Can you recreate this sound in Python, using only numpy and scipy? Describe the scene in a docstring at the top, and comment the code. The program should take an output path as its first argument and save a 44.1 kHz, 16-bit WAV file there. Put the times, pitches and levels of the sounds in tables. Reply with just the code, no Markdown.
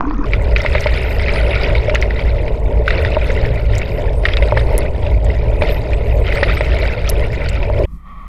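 """Under a moving hull, water rushes past a hard housing: flow drums on it and foam streams by.
Bubbles are short fading tones that ring the housing; rumble and hiss are filtered noise.
Dolphins whistle in gliding tones and snap in sharp clicks.
A moment of the same water at half speed comes first; wind and hiss above the water come last."""
import sys
import numpy as np
from scipy import signal
from scipy.fft import rfft, irfft, next_fast_len
from scipy.io import wavfile
from scipy.ndimage import uniform_filter1d, minimum_filter1d, map_coordinates

SR = 44100
rng = np.random.default_rng(int(sys.argv[2]) if len(sys.argv) > 2 else 0)


def waveform_to_disk(signal):
    """Save audio, clipped to [-1, 1], as 16-bit WAV at the path in sys.argv[1]."""
    frames = np.transpose(np.atleast_2d(signal))
    scaled = np.clip(frames, -1, 1) * 32767
    samples = np.round(scaled).astype(np.int16)
    wavfile.write(sys.argv[1], SR, samples)


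N = 365139

UNDER_START_S, UNDER_END_S = 0.252, 7.854  # the full-speed underwater part
TOP_HZ = 16500  # nothing above this pitch is kept
RUMBLE_DB = -13  # reference level for rumble and throb
THROB_HZ = 54.76  # the mount shakes around this pitch
SWELL_S, SWELL_DB = 0.072, 12  # width and height of a swell in the throb's octave
SURGE_RISE_S, CALM_DB = 0.016, -45.5  # how fast a foam sheet arrives; the fizz between sheets
GLIDE_LOSS_DB = 1.2  # whistle loss, times the square of its glide in 50 kHz a second
WAVER = 0.003  # unsteadiness of whistle pitch, as a share
ECHO_S, ECHO_DB = 0.006, -8  # the whistles' answer from the surface

# Gurgle of the water. Each row: time in seconds, level in dB before the clumps.
GURGLE_LEVEL = [(0.35, -26), (0.8, -24), (1.8, -22.5), (2.3, -25), (3.1, -24.5), (3.5, -27), (4.6, -22),
                (5.2, -26), (5.7, -23.5), (7.2, -24.5), (7.6, -26), (7.8, -18.5)]
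# Overtones of the shaking mount. Each row: multiple of the throb pitch, level in dB over RUMBLE_DB.
THROB_ORDERS = [(1, -5), (2, -14.5), (3, -24)]
# Brief swells of the throb's octave. Each entry: time in seconds.
OCTAVE_SWELLS = [1.84, 3.5, 3.72, 4.57, 6.1, 7.82]
# Sheets of bow foam. Each row: start in seconds, fizz level in dB, thinning in dB per second.
SURGES = [(-0.1, -28.5, 16), (0.55, -23.5, 19), (0.75, -22.5, 19), (1.19, -25.5, 24), (1.5, -26, 17),
          (2.152, -25, 80), (2.831, -29, 9.5), (3.72, -31, 29), (4.219, -27, 17.5), (5.28, -37.5, 4),
          (5.604, -26.5, 41.5), (6.235, -25.5, 9), (6.82, -25.5, 48), (7.3, -29, 47), (7.68, -36, 12)]
# Bubbles breaking up. Each row: start in seconds, base level in dB, ring pitch in Hz.
BURSTS = [(0.3344, -4.5, 2200), (0.562, 3, 2380), (0.662, -4, 2060), (0.7502, -6, 2050), (0.8695, -4, 2180),
          (0.978, -18, 2090), (1.196, -9.5, 1990), (1.2828, -6, 2080), (1.36, -11, 1950), (1.752, -8, 2140),
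          (1.896, -4.5, 2240), (1.9471, -7, 2760), (1.955, 1, 1920), (2.025, -3, 2060), (2.107, -12, 1920),
          (2.193, -13, 2230), (2.4802, -13.5, 2170), (2.8791, -1.5, 1490), (2.906, -2, 1900),
          (3.049, -7, 1860), (3.302, -9.5, 2040), (3.453, -15.5, 1900), (3.8168, -11, 2220),
          (4.2536, 6, 1840), (4.286, -6, 2100), (4.336, -7.5, 3250), (4.37, -5.5, 3670), (4.4243, -9, 2030),
          (4.574, -3, 1740), (5.066, -14.5, 2620), (5.6216, -6, 2350), (5.933, -13, 2380),
          (6.324, -8, 1960), (6.431, 7.5, 1830), (6.6088, -7, 1980), (6.8313, -10, 2100),
          (7.0768, -12, 3310), (7.487, -13.5, 4300), (7.629, -15.5, 2540)]
# Bubbles breaking up at half speed. Each row: start in seconds, level in dB.
SLOW_BURSTS = [(0.008, -2), (0.11, -9)]
# Big bubbles. Each row: start in seconds, base level in dB.
PLOPS = [(0.649, -10.5), (0.752, -9.5), (0.86, -6.5), (1.941, -11.5), (3.168, -1.5), (4.523, -2.5),
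         (4.571, -7.5), (5.62, -7.5), (6.428, -2.5), (6.608, -10.5), (7.7, -12)]
# Large pockets of air. Each row: start in seconds, level in dB.
GULPS = [(1.882, -4.5), (1.912, -6), (3.982, -8.5), (7.8, -5.5)]
# Large pockets of air at half speed. Each row: start in seconds, level in dB.
SLOW_GULPS = [(0.071, -12.5), (0.19, -14)]
# Dolphin whistles. Each row: base level in dB, list of pitch points (time in seconds, pitch in Hz).
WHISTLES = [ (-56, [(0.955, 8700), (1.045, 11950), (1.145, 12550), (1.185, 11560), (1.205, 8800),
            (1.23, 8000)]), (-49.5, [(1.325, 8450), (1.342, 9000), (1.4, 10080), (1.58, 10800)]),
            (-63, [(3.83, 12300), (3.88, 11900), (3.94, 12900), (4.0, 12400), (4.05, 10300), (4.08, 8250)]),
            (-58.5, [(4.14, 7400), (4.18, 8800), (4.29, 11050), (4.4, 10900), (4.45, 8400), (4.49, 7600)]),
            (-61, [(4.55, 7700), (4.58, 9050), (4.63, 8950), (4.69, 10000), (4.72, 12060), (4.83, 9000)]),
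            (-54.5, [(5.578, 7340), (5.6, 9100), (5.65, 10500), (5.72, 12720), (5.75, 12900),
            (5.795, 12100), (5.825, 6900), (5.89, 6080)]), (-59.5, [(5.92, 7400), (5.97, 7960),
            (6.005, 10500), (6.11, 12000), (6.15, 13090), (6.17, 12700), (6.19, 8900), (6.25, 7280)]),
            (-54, [(6.33, 7240), (6.43, 9800), (6.5, 10500), (6.55, 12700), (6.568, 11800), (6.575, 8860),
            (6.62, 7500)]), ]
# How the housing passes whistles. Each row: pitch in Hz, gain in dB.
WHISTLE_COLOUR = [(6300, -12), (7900, 4), (9000, 7), (10300, -4), (11100, -5), (12600, 7)]
# Dolphin snaps. Each row: start in seconds, base level in dB, pitch in Hz.
SNAPS = [(0.581, -29, 6000), (0.618, -21.5, 5300), (0.8066, -19.5, 5800), (1.949, -17, 6400),
         (2.015, -20, 5650), (3.318, -30.5, 6370), (3.753, -22, 5400), (3.782, -16.5, 7200),
         (4.78, -4.5, 10460), (5.246, -28, 7960), (7.0918, -9.5, 5730), (7.0987, -6, 11300),
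         (7.492, -21, 7400)]
# Wind and hiss above the water. Each row: time in seconds, wind level in dB, hiss level in dB.
ABOVE_LEVEL = [(7.87, -35, -54.5), (7.95, -26, -52), (8.02, -35, -50), (8.09, -30.5, -39.5),
               (8.28, -31, -42)]

# The next six tables are tone colours.
# Low drumming of the flow. Each row: frequency in Hz, relative strength in dB.
RUMBLE = [(18, -3), (59, 2), (112, -9.5), (194, -22), (300, -29.5), (600, -100)]
# The housing's low modes. Each row: frequency in Hz, relative strength in dB.
GURGLE = [(150, -39), (230, -10), (323, -9.5), (430, 0.5), (500, -5), (590, 1), (768, -14.5), (926, -12.5),
          (1120, -23), (1700, -59.5)]
# The housing's bright modes. Each row: frequency in Hz, relative strength in dB.
FIZZ = [(700, -44), (1120, -10), (1470, -3), (1630, -9.5), (2000, 1), (2500, -3.5), (3390, -13.5),
        (3700, -10.5), (4140, -16), (5100, -18.5), (6000, -33.5), (9000, -65.5)]
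# The finest bubbles. Each row: frequency in Hz, relative strength in dB.
CRACKLE = [(4500, -18.5), (6000, 0), (9000, -5.5), (15000, -14), (16500, -39)]
# Wind on the port. Each row: frequency in Hz, relative strength in dB.
WIND = [(18, -4), (70, -6.5), (108, -37), (160, -12), (300, -35.5), (700, -67)]
# Hiss in the case's resonances. Each row: frequency in Hz, relative strength in dB.
CASE_HISS = [(300, -36), (980, -23), (1120, -6), (1280, -15), (1630, -43.5), (1850, -23), (2400, -30),
             (2950, -47), (3150, -30), (3300, -39), (9000, -74)]


def amp(db):
    """Turn decibels into gain."""
    return 10 ** (np.asarray(db) / 20)


def unit(x):
    """Scale a sound to an average (rms) strength of 1."""
    return x / np.sqrt(np.mean(x ** 2) + 1e-20)


def curves(rows):
    """Join the points of each column after the time into one value per sample."""
    s, *cols = np.transpose(rows)
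    return [np.interp(np.arange(N) / SR, s, c) for c in cols]


def wobble(rate):
    """Draw a smooth random curve through `rate` random points a second."""
    points = rng.standard_normal(int(N * rate / SR) + 4)
    return map_coordinates(points, [np.arange(N) * rate / SR])


def coloured(x, points):
    """Filter x to a tone colour, with each response starting promptly (minimum phase)."""
    m = 2 * next_fast_len(N // 2 + 8192)
    f, db = np.transpose(points)
    gain = amp(np.interp(np.log(np.fft.rfftfreq(m, 1 / SR) + 1), np.log(f + 1), db))
    # folding the cepstrum (spectrum of the log gain) forward in time gives the minimum phase
    cepstrum = irfft(np.log(gain + 1e-6), m)
    cepstrum[1:m // 2] *= 2
    cepstrum[m // 2 + 1:] = 0
    return irfft(rfft(x, m) * np.exp(rfft(cepstrum)), m)[:N]


def rings(s, hz, cycles, gain, size, onset=0.11):
    """Damped tones that start softly at times s and rise a little in pitch, as bubbles do."""
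    t = np.arange(size) / SR
    turns = hz[:, None] * t
    # cycles and onset are the decay and attack, counted in turns of the tone
    envelope = gain[:, None] * np.exp(-turns / cycles) * (1 - np.exp(-turns / onset))
    wave = envelope * np.sin(2 * np.pi * turns * (1 + 0.002 * turns))
    faded = wave * np.cos(np.pi / 2 * t / t[-1])  # reaches zero at the last sample
    at = (s * SR).astype(int)[:, None] + np.arange(size)
    return np.bincount(at.ravel(), faded.ravel(), N + size)[:N]


def rattle(s, db, life):
    """Short puffs of noise at times s that die away with time constant life, in seconds."""
    t = np.arange(1500) / SR
    at = (s * SR).astype(int)[:, None] + np.arange(len(t))
    noise = rng.standard_normal((len(s), len(t)))
    puffs = amp(db)[:, None] * noise * np.exp(-t / life)
    return np.bincount(at.ravel(), puffs.ravel(), N)


def flow():
    """Flow drums on the housing and shakes its mount, while foam streams by in clumps."""
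    fizz_db, clump = foam_level(), wobble(14)
    gurgle_db = curves(GURGLE_LEVEL)[0] + 1.74 * clump
    crackle_db = -59.0 + 0.58 * (fizz_db + 33.0)  # the finest bubbles follow the foam
    gurgle = amp(gurgle_db) * foam(GURGLE, 5.7, 2.3, 1, count=2500, size=1200)
    fizz_gain = amp(fizz_db + 1.6 * clump + 2.04 * wobble(30))
    fizz = fizz_gain * foam(FIZZ, 7.8, 3.3, -6, count=5000, size=500)
    crackle_gain = amp(crackle_db + clump + 3.0 * wobble(40))
    crackle = crackle_gain * foam(CRACKLE, 7.5, 4.9, -8.0, count=5500, size=120)
    bright = fizz + crackle + blips(fizz_db + 2 * clump)
    return np.array([rumble(clump) + throb(), gurgle, bright])


def rumble(clump):
    """Turbulence drums on the housing: low noise that grows and fades with the clumps."""
    noise = unit(coloured(rng.standard_normal(N), RUMBLE))
    return amp(RUMBLE_DB - 2.0 + 1.2 * clump) * noise


def throb():
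    """The mount shakes at a wavering pitch and its multiples; the octave swells at times."""
    t, out = np.arange(N) / SR, np.zeros(N)
    phase = 2 * np.pi * np.cumsum(THROB_HZ * (1 + 0.02443 * wobble(7))) / SR
    swell_db = SWELL_DB * sum(np.exp(-((t - s) / SWELL_S) ** 2) for s in OCTAVE_SWELLS)
    for multiple, db in THROB_ORDERS:
        extra_db = (multiple == 2) * swell_db + 2.74 * wobble(6)
        out += amp(RUMBLE_DB + db + extra_db) * np.sin(multiple * phase)
    return out


def foam_level():
    """Sheets of foam arrive fast, then thin; their power adds to the calm fizz (result in dB)."""
    s, db, thinning = np.transpose(SURGES)[:, :, None]
    at = np.arange(0, N, 64)  # every 64th sample is enough
    age = np.clip(at / SR - s, 0, None)
    power = (amp(db - thinning * age) * (1 - np.exp(-age / SURGE_RISE_S))) ** 2
    level = 10 * np.log10(amp(CALM_DB) ** 2 + power.sum(axis=0))
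    return np.interp(np.arange(N), at, level)


def foam(spectrum, cycles, spread_db, hiss_db, count, size):
    """Bubbles of many sizes, a few far louder than the rest, over a hiss of tiny ones; rms 1."""
    u = rng.random((count, 3))
    lo, hi = spectrum[1][0], spectrum[-2][0]
    hz = lo * (hi / lo) ** u[:, 1]
    size_db = -spread_db * np.log(u[:, 2] + 0.009)
    # gain grows with pitch so that the swarm is white before the housing colours it
    swarm = rings(u[:, 0] * N / SR, hz, cycles, hz * amp(size_db), size)
    hiss = rng.standard_normal(N)
    return unit(unit(coloured(swarm, spectrum)) + amp(hiss_db) * unit(coloured(hiss, spectrum)))


def blips(fizz_db):
    """Middling bubbles in the foam ring the housing's bright mode one by one."""
    u = rng.random((600, 2))
    hz = 2130 * np.exp(0.115 * rng.standard_normal(600))
    db = fizz_db[(u[:, 0] * N).astype(int)] + 2 - 4 * np.log(u[:, 1] + 0.017)
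    return rings(u[:, 0] * N / SR, hz, 7.2, amp(db), size=800, onset=0.99)


def bursts():
    """A bubble breaks up: one clear ring, and a rattle that sounds the housing's bright modes."""
    s, db, hz = np.transpose(BURSTS)
    ring = rings(s, hz, 4.64, amp(db), size=700, onset=0.52)
    return ring + coloured(rattle(s, db + 2.0, 0.0054), FIZZ)


def plops():
    """A big bubble pops, rings in the housing's low mode and shakes its neighbours."""
    s, db = np.transpose(PLOPS)
    hz = 590 * (1 + 0.029 * rng.standard_normal(len(s)))
    pop = rings(s, 1.486 * hz, 3.2, amp(db - 2), size=500)
    low_ring = rings(s, hz, 4.35, amp(db + 3.0), size=1500)
    neighbours = coloured(rattle(s, db + 11.5, 0.0016), GURGLE)
    return pop + low_ring + neighbours


def gulps():
    """A large pocket of air rolls over the housing: its low mode swells and rings long."""
    s, db = np.transpose(GULPS)
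    return rings(s, np.full(len(s), 590.), 6.1, amp(db), size=2500, onset=0.88)


def whistles():
    """Dolphins' gliding tones with a flutter, soft ends and a close echo, fainter in fast glides."""
    t, out = np.arange(N) / SR, np.zeros(N)
    waver = 1 + WAVER * wobble(90)
    for db, contour in WHISTLES:
        start, end = contour[0][0], contour[-1][0]
        hz = uniform_filter1d(curves(contour)[0], size=600)
        glide = np.abs(np.gradient(hz)) * SR / 50000  # in 50 kHz a second
        soft_ends = np.clip(np.minimum((t - start) / 0.02, (end - t) / 0.012), 0, 1)
        colour_db = np.interp(hz, *np.transpose(WHISTLE_COLOUR))
        gain = soft_ends * amp(db + colour_db - GLIDE_LOSS_DB * glide ** 2)
        out += gain * np.sin(2 * np.pi * np.cumsum(hz * waver) / SR)
    direct = out * amp(3.5 * wobble(45))
    echo = np.roll(out, int(ECHO_S * SR)) * amp(ECHO_DB + 3.5 * wobble(45))
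    return direct + echo


def snaps():
    """Dolphins' sharp clicks, each with two weaker echoes off hull and surface."""
    s, db, hz = np.transpose(SNAPS)
    out = rings(s, hz, 3.3, amp(db + 3), size=200)
    out += rings(s, np.full(len(s), 12500.), 0.5, amp(db + 3), size=40)  # sharp edge
    for lag, echo_db in [(0.002, 0), (0.005, -5)]:  # seconds before scatter, dB
        scatter = rng.random((len(s), 2))
        echo_s = s + lag * (0.68 + 1.2 * scatter[:, 0])
        echo_hz = hz * (0.88 + 0.23 * scatter[:, 1])
        out += rings(echo_s, echo_hz, 3.3, amp(db + echo_db), size=200)
    return out


def half_speed_water(water):
    """Water at half speed sounds an octave lower, with slowed bursts and gulps and less treble."""
    slow = signal.resample_poly(water[:, :N // 2 + 1], 2, 1, axis=1)[:, :N]
    mix = amp([-1.5, 0.1, 1.5]) @ slow  # dB for low, gurgling and bright water
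    s, db = np.transpose(SLOW_BURSTS)
    mix += rings(s, np.full(len(s), 1030.), 1.8, amp(db), size=1200)
    s, db = np.transpose(SLOW_GULPS)
    mix += rings(s, np.full(len(s), 290.), 16.0, amp(db), size=4000)
    low_pass = signal.cheby2(12, 60, 0.47 * TOP_HZ, fs=SR, output="sos")
    return signal.sosfilt(low_pass, mix)


def above_water():
    """Light wind on the port and hiss in the case's resonances, over faint circuit noise."""
    wind_db, hiss_db = curves(ABOVE_LEVEL)
    wind = amp(wind_db + 2.5 * wobble(20)) * unit(coloured(rng.standard_normal(N), WIND))
    hiss = amp(hiss_db + wobble(30)) * unit(coloured(rng.standard_normal(N), CASE_HISS))
    circuit = amp(-85) * rng.standard_normal(N)
    return wind + hiss + circuit


def scene():
    """Half-speed water, full-speed water and the air above, joined by 3 ms crossfades."""
    t = np.arange(N) / SR
    after_start = np.clip((t - UNDER_START_S) / 0.003, 0, 1)
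    after_end = np.clip((t - UNDER_END_S) / 0.003, 0, 1)
    water = flow()
    under = water.sum(axis=0) + bursts() + plops() + gulps() + whistles() + snaps()
    mix = (1 - after_start) * half_speed_water(water)
    mix += (after_start - after_end) * under
    mix += after_end * above_water()
    return mix[None]


def record(dry):
    """A fast limiter holds the peaks; the top treble rolls off and stops at TOP_HZ."""
    need = np.minimum(1, 0.92 / (np.abs(dry) + 1e-9))
    held = uniform_filter1d(minimum_filter1d(need, size=401), size=401) * dry
    m = next_fast_len(N + 8192)
    hz = np.fft.rfftfreq(m, 1 / SR)
    treble = amp(-18 * np.clip((hz - 14800) / 1500, 0, 2)) * (hz < TOP_HZ)
    return irfft(rfft(held, m) * treble, m)[:, :N]


dry = scene()
out = record(dry)
waveform_to_disk(out)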